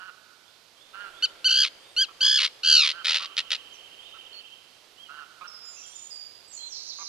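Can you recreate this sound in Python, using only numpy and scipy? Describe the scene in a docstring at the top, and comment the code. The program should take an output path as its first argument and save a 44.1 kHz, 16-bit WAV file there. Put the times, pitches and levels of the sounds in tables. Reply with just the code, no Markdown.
"""Two terns court on a raft in a lake: short "kip" notes, then trilled screeches and a dry rattle.
Each call is a whistled tone; under strain it breaks up into snaps of the membranes in the throat.
Further off, to the right, waterfowl croak with quick throat pulses and songbirds whistle among
echoing trees. Under it all lie a steady hush of leaves and water and a soft low rush."""
import sys
import numpy as np
from scipy import signal
from scipy.fft import rfft, irfft, next_fast_len
from scipy.io import wavfile

SR = 44100
rng = np.random.default_rng(int(sys.argv[2]) if len(sys.argv) > 2 else 0)


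def unload_audio(sound):
    """Save the sound as a 16-bit wav file, at the path given as the first command line argument."""
    columns = np.transpose(np.atleast_2d(sound))
    # keep every value between -1 and 1, then stretch to whole-number steps
    steps = np.round(np.clip(columns, -1, 1) * 32767)
    wavfile.write(sys.argv[1], SR, steps.astype(np.int16))


N = 312228


def gain_of(db):
    """Decibels to gain."""
    return 10 ** (np.asarray(db) / 20)


def evened(x):
    """Scales to rms 1."""
    return x / np.sqrt(np.mean(x ** 2) + 1e-20)


def read(points, hz):
    """Reads a spectrum on a log-frequency axis."""
    f, value = np.transpose(points)
    return np.interp(np.log(hz + 1), np.log(f + 1), value)


def add(mix, s, sound):
    """Mixes a sound in at time s."""
    at = round(s * SR)
    sound = sound[max(-at, 0):]
    part = mix[max(at, 0):][:len(sound)]
    part += sound[:len(part)]


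def wander(count, hz):
    """Smooth chance of rms 1, up to about hz."""
    size = next_fast_len(count + SR // 8)
    f = np.fft.rfftfreq(size, 1 / SR)
    return evened(irfft(rfft(rng.standard_normal(size)) * np.exp(-(f / hz) ** 2), size))[:count]


def impulse(points, size=1024):
    """The causal ring, of peak 1, of a body with this spectrum."""
    log_gain = np.log(gain_of(read(points, abs(np.fft.fftfreq(size, 1 / SR)))))
    ring = np.fft.ifft(np.exp(np.conj(signal.hilbert(log_gain)))).real[:size // 2]
    return ring / abs(ring).max()


def place(x, left_db, lag_ms):
    """A source to the right reaches the left microphone later and weaker."""
    lag = np.exp(-2j * np.pi * np.fft.rfftfreq(N, 1 / SR) * lag_ms / 10 ** 3)
    return np.array([gain_of(left_db) * irfft(rfft(x) * lag, N), x])


def echo(x, decays):
    """Many weak reflections, each band dying at its own speed."""
    taps = rng.standard_normal(SR) * (rng.random(SR) < .1)
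    hz, t, z = signal.stft(taps, SR, nperseg=256)
    tail = signal.istft(z * gain_of(-60 * t / read(decays, hz)[:, None]), SR, nperseg=256)[1]
    return signal.fftconvolve(x, tail / np.linalg.norm(tail))[:N]


def noise(points):
    """Steady coloured noise of rms 1."""
    colour = gain_of(read(points, np.fft.rfftfreq(N, 1 / SR)))
    return evened(irfft(rfft(rng.standard_normal(N)) * colour, N))


# How strong the hush is from bass to treble: frequency_hz, relative_db
HUSH_COLOUR = [(25, -34), (80, -7), (200, -7.5), (350, -4.5), (600, -3), (1100, -4), (1450, -5.5),
               (1800, -7), (3000, -3), (4500, -2), (6000, -8), (8000, -13.5), (13500, -19)]
def steady_hush(level_db=-53, swell_db=.5, left_db=-12.5, shared=0.54):
    """Leaves and water make a steady noise, mostly on the right; the two ears share part of it."""
    right = noise(HUSH_COLOUR)
    left = gain_of(left_db) * (shared * right + np.sqrt(1 - shared ** 2) * noise(HUSH_COLOUR))
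    return gain_of(level_db + swell_db * wander(N, 1.2)) * np.array([left, right])


# How the rush swells and sinks: time_s, level_db
RUSH_SWELL = [(0, -103), (.9, -62.5), (1.069, -56), (2.5, -60), (4.381, -59.5), (4.46, -68)]
# How strong the rush is from bass to treble: frequency_hz, relative_db
RUSH_COLOUR = [(25, -2), (80, -10.5), (180, -14), (350, 1.5), (520, 3.5), (850, -1.5), (1500, -3),
               (3200, -0.5), (5000, -21), (7000, -15), (11500, -18), (12500, -27)]
def low_rush():
    """A soft low noise from all round that comes up and sinks back."""
    level = gain_of(np.interp(np.arange(N) / SR, *np.transpose(RUSH_SWELL)))
    middle, side = noise(RUSH_COLOUR), 0.58 * noise(RUSH_COLOUR)
    return level * np.array([middle + side, middle - side])


# How long the echo among the trees takes to fade by 60 dB: frequency_hz, fade_s
WOODS_FADE = [(500, 0.7), (1400, 2), (3000, 1.25), (4800, 1.3), (7200, 1.08), (10000, 0.75)]
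def woods_echo(sound):
    """The trees on the shore send back many weak reflections."""
    return echo(sound, WOODS_FADE)


# How loud a distant bird's trill is as it goes on: time_s, level_db
TRILL_LEVELS = [(2.7, -50), (3.0, -39), (3.5, -41), (3.8, -42), (4.1, -42), (4.45, -40.5), (4.58, -47.5),
                (4.66, -78)]
def distant_trill(chirps_per_s=15.0, top_hz=3180, droop=0.26):
    """One small arched chirp repeated fast, with an echo filling the gaps."""
    t = np.arange(N) / SR
    dip = np.sin(np.pi * chirps_per_s * (t - 4.4)) ** 2  # 0 mid-chirp, 1 between chirps
    hz = top_hz * (1 - droop * dip) * (1 + 0.0129 * wander(N, 163))
    chirps = np.sin(2 * np.pi * np.cumsum(hz) / SR) * (1 - dip)
    trill = chirps * gain_of(np.interp(t, *np.transpose(TRILL_LEVELS), left=-120, right=-120))
    return trill + gain_of(-2) * woods_echo(trill)


def progress(length_s):
    """Runs from 0 to 1 through a note."""
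    return np.linspace(0, 1, int(length_s * SR))


# Songbird slides: start_s, length_s, first_hz, last_hz, bend (1 is straight), level_db, echo_db
SLIDE_NOTES = [(1.782, 0.21, 8840, 8200, 0.92, -67, -20), (3.726, 0.037, 6780, 5530, 1.5, -51, -10),
               (4.324, 0.079, 4300, 4400, 4.4, -42.5, -25), (5.466, .13, 5610, 5065, 4.44, -42.5, -0.5),
               (5.626, 0.28, 6830, 7200, 6.6, -48, -0.5), (5.706, 0.092, 7100, 5570, 1.2, -55.5, 12),
               (5.832, .36, 8920, 7940, 0.91, -57, -9), (5.943, 0.136, 7110, 6860, 3.84, -41.5, -7),
               (6.098, 0.116, 5110, 4770, 5.1, -39.5, 0), (6.475, 0.066, 7960, 7160, 0.81, -53, 8.5),
               (6.566, 0.12, 4320, 4142, 4.8, -42, -2), (6.872, .063, 7240, 3500, 1.73, -38, -4.5)]
def slides():
    """Whistles that slide to a new pitch; the greater the bend, the sooner they settle."""
    for start_s, length_s, first_hz, last_hz, bend, level_db, echo_db in SLIDE_NOTES:
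        hz = last_hz + (first_hz - last_hz) * (1 - progress(length_s)) ** bend
        yield start_s, hz, level_db, echo_db


# Songbird chirps: start_s, length_s, top_hz, droop (share of pitch lost at the ends), level_db
ARCH_NOTES = [(4.969, 0.11, 3247, .14, -45), (5.763, 0.045, 2740, .1, -47.5),
              (5.824, .042, 3380, 0.2, -45.5), (6.521, 0.061, 7120, 0.24, -38.5)]
def arches(echo_db=-6):
    """Chirps whose pitch goes up and comes down again."""
    for start_s, length_s, top_hz, droop, level_db in ARCH_NOTES:
        hz = top_hz * (1 - droop * (2 * progress(length_s) - 1) ** 2)
        yield start_s, hz, level_db, echo_db


# A songbird's rising calls: start_s, level_db
RISING_NOTES = [(.43, -59.5), (.76, -54), (1.12, -49), (1.78, -55.5), (3.98, -50), (5.88, -53),
                (6.575, -49.5)]
def rising_calls(length_s=.1, first_hz=3030, last_hz=3830, echo_db=-2):
    """One upward glide, repeated now and then."""
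    for start_s, level_db in RISING_NOTES:
        yield start_s, first_hz + (last_hz - first_hz) * progress(length_s), level_db, echo_db


# The falling notes that end the song: start_s, end_level_db
FALLING_NOTES = [(6.652, -41.5), (6.8, -45.5), (6.958, -40)]
def falling_calls(length_s=.125, first_hz=6580, last_hz=3580, swell_db=8.5, echo_db=8.5):
    """A repeated whistle that tips over and swells as it falls."""
    along = progress(length_s)
    hz = first_hz + (last_hz - first_hz) * along ** 1.7
    for start_s, end_level_db in FALLING_NOTES:
        yield start_s, hz, end_level_db - swell_db * (1 - along), echo_db


# How long sound scattered by the leaves takes to fade by 60 dB: frequency_hz, fade_s
LEAVES_FADE = [(2000, 0.05), (9000, 0.17)]
def songbirds(waver=0.0067, flicker_db=2.5):
    """Near-pure gliding whistles that linger among the trees."""
    direct, to_woods = np.zeros((2, N))
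    for start_s, hz, level_db, echo_db in [*slides(), *arches(), *rising_calls(), *falling_calls()]:
        count = len(hz)
        whistle = np.sin(2 * np.pi * np.cumsum(hz * (1 + waver * wander(count, 370))) / SR)
        flicker = gain_of(flicker_db * wander(count, 59))
        note = gain_of(level_db) * evened(whistle * flicker * signal.windows.tukey(count, .25))
        add(direct, start_s, note)
        add(to_woods, start_s, gain_of(echo_db) * note)
    blurred = (direct + echo(direct, LEAVES_FADE)) / np.sqrt(2)  # half comes by way of the leaves
    return blurred + woods_echo(to_woods)


# Waterfowl croaks: start_s, length_s, pulses_per_s, throat_hz, level_db
CROAK_NOTES = [(-.02, 0.13, 188.4, 1468, -40.5), (0.929, 0.17, 202.9, 1464, -38),
               (2.08, 0.042, 168.4, 1280, -46.5), (2.217, 0.064, 170.5, 1127, -45),
               (2.924, 0.11, 173.2, 1470, -40), (3.195, 0.065, 169, 1260, -38.5),
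               (4.135, 0.045, 225, 1350, -48.5), (5.079, .175, 150, 1442, -41),
               (5.409, 0.03, 183.2, 1242, -38.5), (5.439, 0.033, 177.3, 1380, -40.5),
               (6.982, 0.059, 196.7, 1140, -42.5)]
def waterfowl(ring_cycles=0.68, droop=0.0922, hoarse_db=2, echo_db=-10):
    """Quick pulses each ring the throat: a nasal croak whose pitch and ring rise and fall together."""
    croaks = np.zeros(N)
    for start_s, length_s, pulses_per_s, throat_hz, level_db in CROAK_NOTES:
        count = int(length_s * SR)
        arch = 1 - droop * np.linspace(-1, 1, count) ** 2
        cycle = np.cumsum(pulses_per_s * arch * (1 + .012 * wander(count, 150))) / SR % 1
        phase = 2 * np.pi * throat_hz / pulses_per_s * cycle + .25 * wander(count, 500)
        throat = np.sin(phase) + gain_of(-11) * np.sin(2 * phase) + gain_of(-21) * np.sin(3 * phase)
        pulses = throat * np.sin(np.pi * cycle) ** .5 * np.exp(-cycle / ring_cycles)
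        pulses *= gain_of(hoarse_db * wander(count, 144))
        add(croaks, start_s, gain_of(level_db) * evened(pulses * signal.windows.tukey(count, .25)))
    return croaks + gain_of(echo_db) * woods_echo(croaks)


# How a tern's throat colours its sung tone: frequency_hz, relative_db
TONE_COLOUR = [(900, -16.5), (1500, -14), (2300, -0.5), (3100, 2), (3800, 2.5), (4500, 2), (5200, -2),
               (5800, -13.5), (6500, -12.5), (7600, -27), (10000, -30.5), (11600, -24.5), (12600, -66)]
def tern_tone(top_hz, tone_db, strain, trills, depth, sag=0.16, dip_db=11):
    """A whistle with overtones that sags in pitch and level once in every trill."""
    count = len(trills)
    dip = depth * abs(np.sin(np.pi * trills)) ** 2.6  # round tops, narrow troughs
    shake = 0.0063 * (1 + 3 * dip) + 0.06 * strain  # least steady in the troughs and under strain
    hz = top_hz * (1 - sag * dip) * (1 + shake * wander(count, 810))
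    harmonics = np.arange(1, 10)[:, None]
    shimmer_db = np.array([wander(count, 39) for _ in harmonics])
    bright_db = np.maximum(tone_db + 18.5, 0) * (harmonics > 2)  # harder calls are shriller
    weights = gain_of(read(TONE_COLOUR, abs(harmonics * hz)) + bright_db + shimmer_db)
    waves = weights * np.sin(2 * np.pi * harmonics * np.cumsum(hz) / SR)
    loudness = gain_of(tone_db - dip_db * np.tanh((1.24 * dip) ** 2))
    return loudness * waves.sum(0) / np.sqrt((weights ** 2).sum(0) / 2)


# How a tern's throat colours its snaps: frequency_hz, relative_db
SNAP_COLOUR = [(330, -37.5), (580, -16), (900, -38), (1300, -6.5), (1650, -9.5), (1860, -6.5), (2200, -3),
               (3000, 2.5), (4100, 4), (5200, -4), (6300, -12), (7500, -23.5), (10000, -21.5), (11700, -27),
               (12600, -78)]
def tern_snaps(tone_db, strain, trills, slaps_per_s=170, flutter_db=-24, breath_db=-35):
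    """The membranes snap just before and after the top of each trill, and flutter in between."""
    count = len(trills)
    snaps = np.zeros(count)
    for offset in (-.13, .13):  # share of one trill
        trill_number = np.floor(trills - offset + .04 * wander(count, 50))
        at = np.flatnonzero(np.diff(trill_number) > 0)
        snaps[at] = gain_of(rng.standard_normal(len(at)))
    stray_slaps = (rng.random(count) < slaps_per_s / SR) * rng.uniform(-1.37, 1.0, count)
    flutter = gain_of(flutter_db + 2.46 * wander(count, 31)) * np.cos(np.pi * trills) ** 4
    hiss = (strain * flutter + gain_of(breath_db + tone_db)) * rng.standard_normal(count)
    return signal.fftconvolve(strain * (snaps + stray_slaps) + hiss, impulse(SNAP_COLOUR))[:count]


def tern_voice(top_hz, tone_db, snap_db, trills, depth):
    """Tone and snaps from one throat; trills is a running count, a whole number at each trill's top."""
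    strain = gain_of(snap_db)
    voice = tern_tone(top_hz, tone_db, strain, trills, depth) + tern_snaps(tone_db, strain, trills)
    return voice * signal.windows.tukey(len(trills), .02)


def ramp(t, start_s, length_s):
    """Goes from 0 to 1 over length_s."""
    return np.clip((t - start_s) / length_s, 0, 1)


# Short "kip" notes; the second runs straight into a screech: start_s, length_s, rise_s, top_hz,
# flat (share below the top at first), level_db, final_drop (0-1), catch (0-1)
KIP_CALLS = [(1.224, 0.039, 0.0203, 1543, 0.09, -15.5, 0.91, 0),
             (1.444, 0.042, 0.0202, 1548, .09, -14.5, 0.32, 0.03),
             (1.964, 0.09, 0.055, 1638, .16, -18, 0.9, 0.41)]
def kip(length_s, rise_s, top_hz, flat, level_db, final_drop, catch, snap_db=-55):
    """One clean arch of pitch and level; the voice may catch briefly just before the top."""
    catch_lead_s, catch_s = 0.0136, 0.0048
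    t = np.arange(0, length_s, 1 / SR)
    below_top = (1 - ramp(t, 0, rise_s)) ** 1.58
    drop = final_drop * ramp(t, rise_s, length_s - rise_s) ** 2
    hz = top_hz * (1 - flat * below_top - .3 * drop)
    tone_db = level_db - 12.5 * np.exp(-t / 0.011) - 25 * drop
    one_dip = ramp(t, rise_s - catch_lead_s - 2 * catch_s, 4 * catch_s)
    return tern_voice(hz, tone_db, snap_db, one_dip, depth=catch)


# Trilled screeches: start_s, length_s, scoop_s, pitch_hz, climb_hz_per_s, tone_db, swell_db_per_s,
# first_trills_per_s, break_s (into the call), break_width_s, break_loss_db, snap_db
SCREECH_CALLS = [(1.486, 0.2, 0.00293, 1526, 1051.5, -18.5, 20.5, 56, .16, 0.0074, 8, -12),
                 (2.205, 0.28, 0.0081, 1652, 449, -15.5, -10, 50, .188, 0.0073, 7.5, -9.5),
                 (2.631, 0.3, .026, 1711, -1250, -13.5, 17.5, 80, .2, .024, 12, -10.5)]
def screech(length_s, scoop_s, pitch_hz, climb_hz_per_s, tone_db, swell_db_per_s, first_trills_per_s,
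            break_s, break_width_s, break_loss_db, snap_db):
    """The tone scoops up and trills, then breaks: pitch and tone collapse and snaps take over."""
    settled_trills_per_s, settle_s = 72, .1
    broken_hz, fade_db_per_s, strain_lead_s = 1092, 68, .012
    t = np.arange(0, length_s, 1 / SR)
    scoop = np.exp(-t / scoop_s)  # starts flat and soft
    unbroken = (1 - np.tanh((t - break_s) / (2 * break_width_s))) / 2
    relaxed = (1 - np.tanh((t + strain_lead_s - break_s) / (2 * break_width_s))) / 2
    uneven = wander(len(t), settled_trills_per_s)  # no two trills are quite alike
    sung_hz = (pitch_hz + climb_hz_per_s * t) * (1 - 0.16 * scoop)
    hz = (unbroken * sung_hz + (1 - unbroken) * broken_hz) * (1 + 0.0049 * uneven)
    sung_db = tone_db - 14.5 * scoop + swell_db_per_s * t * unbroken + 0.64 * uneven
    ending_db = 14 * ramp(t, length_s - 0.033, 0.033)
    lost_db = break_loss_db * (1 - unbroken) + fade_db_per_s * np.maximum(t - break_s, 0) + ending_db
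    rate = settled_trills_per_s + (first_trills_per_s - settled_trills_per_s) * np.exp(-t / settle_s)
    trills = .5 + np.cumsum(rate) / SR  # starts in a trough
    depth = (rate / settled_trills_per_s) ** 1.2  # slow trills are shallower
    return tern_voice(hz, sung_db - lost_db, snap_db - 46 * relaxed ** 2 - ending_db, trills, depth)


# Dry rattles, broken from the start: start_s, length_s, hold_s, trills_per_s, snap_db, tone_db
RATTLE_CALLS = [(3.045, 0.22, 0.12, 79, -9.5, -25.5), (3.367, .05, 0.018, 77.4, -9, -28),
                (3.504, .063, 0.025, 63, -10.5, -28)]
def rattle(length_s, hold_s, trills_per_s, snap_db, tone_db, pitch_hz=971):
    """Pairs of snaps over a weak, fitful low tone: they build, hold, and sink to a mutter."""
    t = np.arange(0, length_s, 1 / SR)
    soft_start = 1 - ramp(t, 0, length_s=0.028)
    effort_db = -3 * soft_start - 13.5 * ramp(t, hold_s, length_s=0.034)
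    fitful_db = tone_db + 1.5 * wander(len(t), hz=35) - 14.5 * soft_start
    return tern_voice(pitch_hz, fitful_db + effort_db, snap_db + effort_db, trills_per_s * t, depth=1)


# How long sound scattered by raft and water takes to fade by 60 dB: frequency_hz, fade_s
RAFT_FADE = [(500, 0.19), (3000, 0.14), (10000, 0.024)]
def terns(scatter_db=-20, shore_db=-32):
    """The pair on the raft, nearly straight ahead, with close scatter and a faint shore echo."""
    calls = np.zeros(N)
    for call, table in (kip, KIP_CALLS), (screech, SCREECH_CALLS), (rattle, RATTLE_CALLS):
        for start_s, *shape in table:
            add(calls, start_s, call(*shape))
    echoes = [gain_of(scatter_db) * echo(calls, RAFT_FADE) + gain_of(shore_db) * woods_echo(calls)
              for ear in range(2)]
    return place(calls, left_db=-0.5, lag_ms=0.033) + np.array(echoes)


def scene():
    """Terns in front, the other birds on the right-hand shore, hush and rush behind them."""
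    shore = waterfowl() + songbirds() + distant_trill()
    return terns() + place(shore, left_db=-13.5, lag_ms=0.1) + steady_hush() + low_rush()


def record(dry):
    """Cuts away the highest treble, above 13850 Hz."""
    treble_cut = signal.firwin(511, 13850, window=("kaiser", 9), fs=SR)
    return signal.oaconvolve(dry, treble_cut[None], "same")


dry = scene()
out = record(dry)
unload_audio(out)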